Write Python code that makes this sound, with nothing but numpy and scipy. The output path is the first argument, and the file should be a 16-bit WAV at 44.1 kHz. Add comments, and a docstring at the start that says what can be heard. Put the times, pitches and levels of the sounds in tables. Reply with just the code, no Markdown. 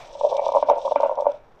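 """A diffuse wash dies away at the start, then a stone pestle grinds moist, gritty food in a stone mortar.
The mortar stands on a wooden board in a kitchen. Knocks (impulses), stick-slip scrapes and drag (random
clicks) ring the same few damped modes of the bowl; the board adds decaying sines to the knocks.
Grains crackle under the pestle as coloured random clicks, with larger cracks and fading rasps as well.
The room adds a short tail of decaying noise, over quiet coloured noise for the air."""
import sys
import numpy as np
from scipy import signal
from scipy.fft import rfft, irfft
from scipy.io import wavfile
from scipy.ndimage import uniform_filter1d

SR = 44100
rng = np.random.default_rng(int(sys.argv[2]) if len(sys.argv) > 2 else 0)


def store_pcm(level_fs):
    """Save levels as 16-bit WAV."""
    pcm = np.round(np.clip(level_fs, -1, 1) * 32767).astype(np.int16)
    wavfile.write(sys.argv[1], SR, np.atleast_2d(pcm).T)


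N = 70560  # samples, 1.6 s
TIME = np.arange(N) / SR


# Pestle blows on the bowl: t/s, peak level of the ring/dB, contact brightness f/Hz (low where food cushions)
KNOCKS = [(.151, -29, 706), (.2098, -13, 886), (.241, -15.5, 637), (.2475, -7, 597), (.3255, -12, 873),
          (.393, -10.5, 834), (.464, -7.5, 835), (.4882, -9, 900), (.5187, -12.5, 944), (.5478, -6.5, 995),
          (.5575, -6, 1000), (.568, -5.5, 1065), (.6256, -6, 1574), (.688, -6, 1000), (.6982, -1.5, 1294),
          (.7105, -6, 680), (.8522, -18.5, 847), (.8765, -13, 1100), (0.9187, -9, 813), (.955, -28.5, 1300),
          (.9585, -3.5, 1650), (1.0005, -9.5, 880), (1.0308, -7.5, 1500), (1.0338, -11.5, 800),
          (1.0935, -12, 900), (1.2207, -15.5, 1000), (1.2445, -21, 1100), (1.266, -3.5, 1200)]
# Modes of the wooden board under the mortar: f/Hz, level/dB re a knock of 1 kHz brightness, t60/s
BOARD_MODES = [(243, -47.5, 0.17), (286.3, -38, 0.13)]
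BOARD_DB_PER_OCTAVE = 13.5  # harder contacts reach the board better


def knocks():
    """Impulse response: each blow rings the bowl's modes and thumps the board's lower ones."""
    out = np.zeros(N)
    t = TIME[:SR // 4]
    thump = sum(from_db(db) * np.sin(2 * np.pi * hz * t) * dying(t, t60) for hz, db, t60 in BOARD_MODES)
    thump = thump * pressure(t, t[-1])
    for start, db, contact_hz in KNOCKS:
        ring = bowl(signal.unit_impulse(len(t)), contact_hz)
        octaves = np.log2(contact_hz / 1000)
        board_gain = from_db(BOARD_DB_PER_OCTAVE * octaves)
        add(out, start, from_db(db) * (ring / np.abs(ring).max() + board_gain * thump))
    return out


# Catches of the pestle: start t/s, length/s, rms level/dB, contact brightness f/Hz
SCRAPES = [(0.23, 0.052, -22, 728), (0.309, 0.061, -24, 832), (0.375, 0.031, -26.5, 1000),
           (0.415, 0.093, -26.5, 806), (.533, .064, -23, 980), (0.682, .06, -17.5, 885),
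           (0.762, 0.03, -25, 1000), (0.846, .039, -22, 920), (0.909, 0.018, -16.5, 1008),
           (1.011, .017, -21, 1316), (1.032, 0.043, -20, 1000), (1.1, .033, -24, 1010),
           (1.171, 0.042, -22, 1070), (1.251, 0.013, -19, 1000), (1.282, 0.027, -24.5, 710)]


def scrapes():
    """Stick-slip friction: the pestle catches and scrapes in short runs of slips."""
    out = np.zeros(N)
    t = TIME[:SR // 4]
    for start, length, db, contact_hz in SCRAPES:
        add(out, start, from_db(db) * pressure(t, length) * rubbing(contact_hz, len(t)))
    return out


# Steady drag between the catches: t/s, rms level/dB
DRAG = [(0, -54.5), (.1, -46.5), (.19, -39), (.26, -31.5), (.42, -28.5), (.505, -46), (.58, -34),
        (.615, -60), (.67, -28), (.75, -29.5), (.82, -34.5), (.92, -36.5), (.98, -43.5), (1.08, -30),
        (1.145, -35), (1.3, -35), (1.35, -44), (1.42, -65), (1.6, -98)]
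# Thin singing of the bowl's highest mode under friction: t/s, rms level/dB
SING = [(0, -54.5), (.1, -71), (.33, -73), (.365, -54.5), (.395, -44), (.42, -58), (.48, -57.5), (.6, -64),
        (.9, -74), (1.25, -68.5), (1.4, -70.5), (1.6, -101)]
DRAG_HZ = 730  # contact brightness


def drag():
    """Roughness excitation: rubbing over rough stone gives a dull rumble and a thin high ring."""
    hz, _, t60 = BOWL_MODES[-1]
    t = TIME[:SR // 10]
    high_mode = np.sin(2 * np.pi * hz * t) * dying(t, t60)
    sing = signal.fftconvolve(clicks(GRAINS_PER_S, GRAIN_SPREAD_DB, N), high_mode)[:N]
    return curve(DRAG) * rubbing(DRAG_HZ, N) + curve(SING) * evened(sing)


SLIPS_PER_S, SLIP_SPREAD_DB = 870, 4


def rubbing(contact_hz, size):
    """Random slip excitation: irregular slips ring the bowl at a held level."""
    return evened(bowl(clicks(SLIPS_PER_S, SLIP_SPREAD_DB, size), contact_hz))


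# Modes of the mortar and pestle, before scatter and filtering: f/Hz, level/dB, t60/s
BOWL_MODES = [(566.4, 3.5, 0.039), (649.4, -1, 0.0096), (728, -7.5, 0.0047), (929, -2.5, 0.029),
              (1176, -19, 0.027), (1440, -23.5, 0.017), (2328, -14, 0.029)]
MODE_SCATTER_DB, MODE_SHIFT = 2.7, 0.019  # spot to spot: spread of level, fractional spread of frequency
MODE_RISE_S = 0.00055  # the ring builds up as the contact closes
BOWL_LOW_CUT_HZ = 607


def bowl(force, contact_hz):
    """Modal superposition: a force, dulled by the contact, rings modes that vary from spot to spot."""
    ring = 0
    t = TIME[:SR // 10]
    for k, (hz, db, t60) in enumerate(BOWL_MODES):
        hz = hz * (1 + MODE_SHIFT * rng.standard_normal())
        gain = (-1) ** k * from_db(db + MODE_SCATTER_DB * rng.standard_normal())
        ring = ring + gain * np.cos(2 * np.pi * hz * t) * dying(t, t60)
    ring = ring * (1 - np.exp(-(t / MODE_RISE_S) ** 2))
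    ring = cut(ring, BOWL_LOW_CUT_HZ, "high", order=4)
    ring = cut(ring, contact_hz, "low", order=4)
    return signal.fftconvolve(force, ring)[:len(force)]


# Dry grit on the stone after hard contacts: start t/s, t60/s, starting rms level/dB, low edge f/Hz
RASPS = [(0.626, 0.34, -49.5, 1436), (.69, 0.27, -40, 1440), (0.96, 0.38, -41, 1000),
         (1.031, 0.34, -41, 1088), (1.271, 0.5, -51.5, 974)]
# Spectrum of the rasps: f/Hz, relative level/dB
RASP_COLOUR = [(900, -12.5), (1400, 12), (1850, -9.5), (2100, -3), (2330, -3.5), (2700, -3), (4000, -18),
               (9000, -56)]


def rasps():
    """Granular friction: dense clicks of dry grit, coloured and fading exponentially."""
    out = np.zeros(N)
    t = TIME[:SR // 4]
    for start, t60, db, edge_hz in RASPS:
        rasp = colour(clicks(GRAINS_PER_S, GRAIN_SPREAD_DB, len(t)), RASP_COLOUR)
        rasp = cut(rasp, edge_hz, "high", order=4)
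        add(out, start, from_db(db) * pressure(t, t[-1]) * dying(t, t60) * rms_one(rasp))
    return out


# Fine grit being crushed, stroke by stroke: t/s, level/dB before GRIT_DB
GRIT = [(0, -54.5), (.1, -54.5), (.2, -50), (.31, -47.5), (.365, -47), (.38, -51.5), (.43, -59), (.46, -40),
        (.51, -58), (.57, -49.5), (.62, -55), (.655, -59.5), (.695, -43.5), (.735, -61), (.78, -54),
        (.91, -48.5), (.98, -61.5), (1.01, -56), (1.1, -60), (1.18, -62), (1.215, -54.5), (1.26, -65.5),
        (1.33, -61), (1.42, -77), (1.6, -74.5)]
# Single grains that crack: t/s, peak level/dB
CRACKS = [(0.2657, -40), (0.2909, -42), (.368, -27), (0.4485, -41), (.458, -44.5), (0.4814, -33),
          (0.5224, -35), (0.563, -34), (0.6978, -33.5), (0.855, -39), (0.956, -39), (1.007, -36.5),
          (1.0218, -38), (1.155, -44.5), (1.208, -40), (1.318, -43.5)]
GRIT_DB, CRACK_T60_S = -2, 0.012  # crack decay is that of the noise before colouring
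GRIT_SPLIT_HZ, FINER_DB_PER_S = 6020, 1  # fine grains gain and coarse ones lose as the food is ground


def grit():
    """Granular fracture: a dense crackle of coarse and fine grains, with larger ones cracking."""
    finer = from_db(FINER_DB_PER_S * (TIME - TIME.mean()))
    coarse_grains = cut(crunch(), GRIT_SPLIT_HZ, "low", order=4) / finer
    fine_grains = cut(crunch(), GRIT_SPLIT_HZ, "high", order=4) * finer
    out = from_db(GRIT_DB) * curve(GRIT) * (coarse_grains + fine_grains)
    t = TIME[:SR // 20]
    for start, db in CRACKS:
        crack = colour(rng.standard_normal(len(t)) * dying(t, CRACK_T60_S), GRIT_COLOUR)
        add(out, start, from_db(db) * crack / np.abs(crack).max())
    return out


# Spectrum of breaking grains: f/Hz, relative level/dB
GRIT_COLOUR = [(1200, -13.5), (1900, -30.5), (2400, -3), (3500, 8), (4500, -2.5), (5700, 3.5),
               (7000, -10.5), (8300, -10), (9400, -35.5), (11000, -30.5), (15000, -46.5)]
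GRAINS_PER_S, GRAIN_SPREAD_DB = 5400, 3.5
CRUNCH_SWING_DB, CRUNCH_PER_S = 4, 31  # rms swing of the clumps, and their low-pass corner in Hz


def crunch():
    """Clustered random impulses: grains break in clumps."""
    swing = rms_one(cut(rng.standard_normal(N), CRUNCH_PER_S, "low"))
    clumps = from_db(CRUNCH_SWING_DB * swing)
    return rms_one(colour(clumps * clicks(GRAINS_PER_S, GRAIN_SPREAD_DB, N), GRIT_COLOUR))


ROOM_T60_S, ROOM_DB, ROOM_DELAY_S, ROOM_CUT_HZ = 0.26, -15.5, 0.018, 4000


def kitchen(x):
    """Diffuse reverberation: dense, slightly dull reflections as exponentially decaying noise."""
    t = TIME[:SR // 2]
    tail = rng.standard_normal(len(t)) * dying(t, ROOM_T60_S) * (t > ROOM_DELAY_S)
    reflections = signal.fftconvolve(x, tail / np.linalg.norm(tail))[:N]
    return from_db(ROOM_DB) * cut(reflections, ROOM_CUT_HZ, "low")


# Spectrum of the kitchen air: f/Hz, relative level per Hz/dB
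AIR = [(20, 7.5), (45, -1), (85, -10), (120, -6.5), (180, -13), (400, -6), (800, -8), (1600, -19),
       (3000, -32), (6000, -43.5), (9000, -51), (15000, -48.5)]
# Spectrum of the diffuse wash: f/Hz, relative level per Hz/dB
WASH = [(80, -20), (120, 6.5), (180, -7.5), (400, -10.5), (700, 12.5), (1500, -4), (2200, -3.5),
        (3200, -9.5), (7000, -18), (10000, -32.5)]
AIR_DB = -52  # rms
WASH_DB, WASH_T60_S = -41, 0.46  # starting rms, decay


def background():
    """Spectrally shaped noise: steady quiet room air, and a wash that fades from the start."""
    air = from_db(AIR_DB) * rms_one(colour(rng.standard_normal(N), AIR))
    wash = from_db(WASH_DB) * rms_one(colour(rng.standard_normal(N), WASH))
    return air + wash * dying(TIME, WASH_T60_S)


def clicks(per_s, spread_db, size):
    """Random impulse train: many small clicks and a few large, of either sign."""
    strength = from_db(spread_db * np.minimum(rng.exponential(1, size), 4))
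    happens = rng.random(size) < per_s / SR
    return happens * strength * rng.choice([-1, 1], size)


def dying(t, t60):
    """Exponential damping: 60 dB down after t60."""
    return np.exp(-np.log(1000) * t / t60)


SCRAPE_EDGE_S = .006


def pressure(t, length):
    """Contact-force envelope: swell, hold and let go."""
    return np.clip(np.minimum(t, length - t) / SCRAPE_EDGE_S, 0, 1)


EVEN_S = 0.023  # averaging window


def evened(x):
    """Running-rms normalisation: hold the slow level at 1 and keep the fast lumps."""
    power = uniform_filter1d(x ** 2, max(int(EVEN_S * SR), 2))
    return x / np.sqrt(np.abs(power) + 1e-12)


def colour(x, spectrum):
    """Minimum-phase filtering: a causal filter through (f/Hz, level/dB) points, from the cepstrum."""
    size = 2 * len(x)
    hz, db = np.transpose(spectrum)
    bins_hz = np.fft.rfftfreq(size, 1 / SR)
    log_gain = np.log(from_db(np.interp(np.log(bins_hz + 1), np.log(hz), db)))
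    cepstrum = irfft(log_gain)[:len(x)]
    cepstrum[1:] *= 2  # fold onto positive time, which makes it causal
    return irfft(rfft(x, size) * np.exp(rfft(cepstrum, size)))[:len(x)]


def cut(x, hz, kind, order=2):
    """Butterworth filtering: a maximally flat low- or high-pass."""
    corner_hz = np.clip(hz, 10, .45 * SR)
    return signal.sosfilt(signal.butter(order, corner_hz, kind, fs=SR, output="sos"), x + 1e-18)


def curve(rows):
    """Level envelope: gain over time, linear in dB between (t/s, level/dB) rows."""
    return from_db(np.interp(TIME, *np.transpose(rows)))


def from_db(db):
    """Level to amplitude: decibels to gain."""
    return 10 ** (np.asarray(db) / 20)


def rms_one(x):
    """Power normalisation: scale to unit rms."""
    return x / np.sqrt(np.mean(x ** 2) + 1e-20)


def add(out, start_s, sound):
    """Linear superposition: mix a sound in at a time."""
    start = int(max(start_s, 0) * SR)
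    out[start:start + len(sound)] += sound[:N - start]


def scene():
    """Direct plus reverberant field: the mortar on its board, in the room."""
    mortar = knocks() + scrapes() + drag() + rasps() + grit()
    return (mortar + kitchen(mortar) + background())[None]


CUTOFF_HZ = 15700  # stopband edge, 70 dB down


def record(dry):
    """Band limiting: a steep Chebyshev low-pass cuts the top."""
    return signal.sosfilt(signal.cheby2(12, 70, CUTOFF_HZ, fs=SR, output="sos"), dry)


dry = scene()
out = record(dry)
store_pcm(out)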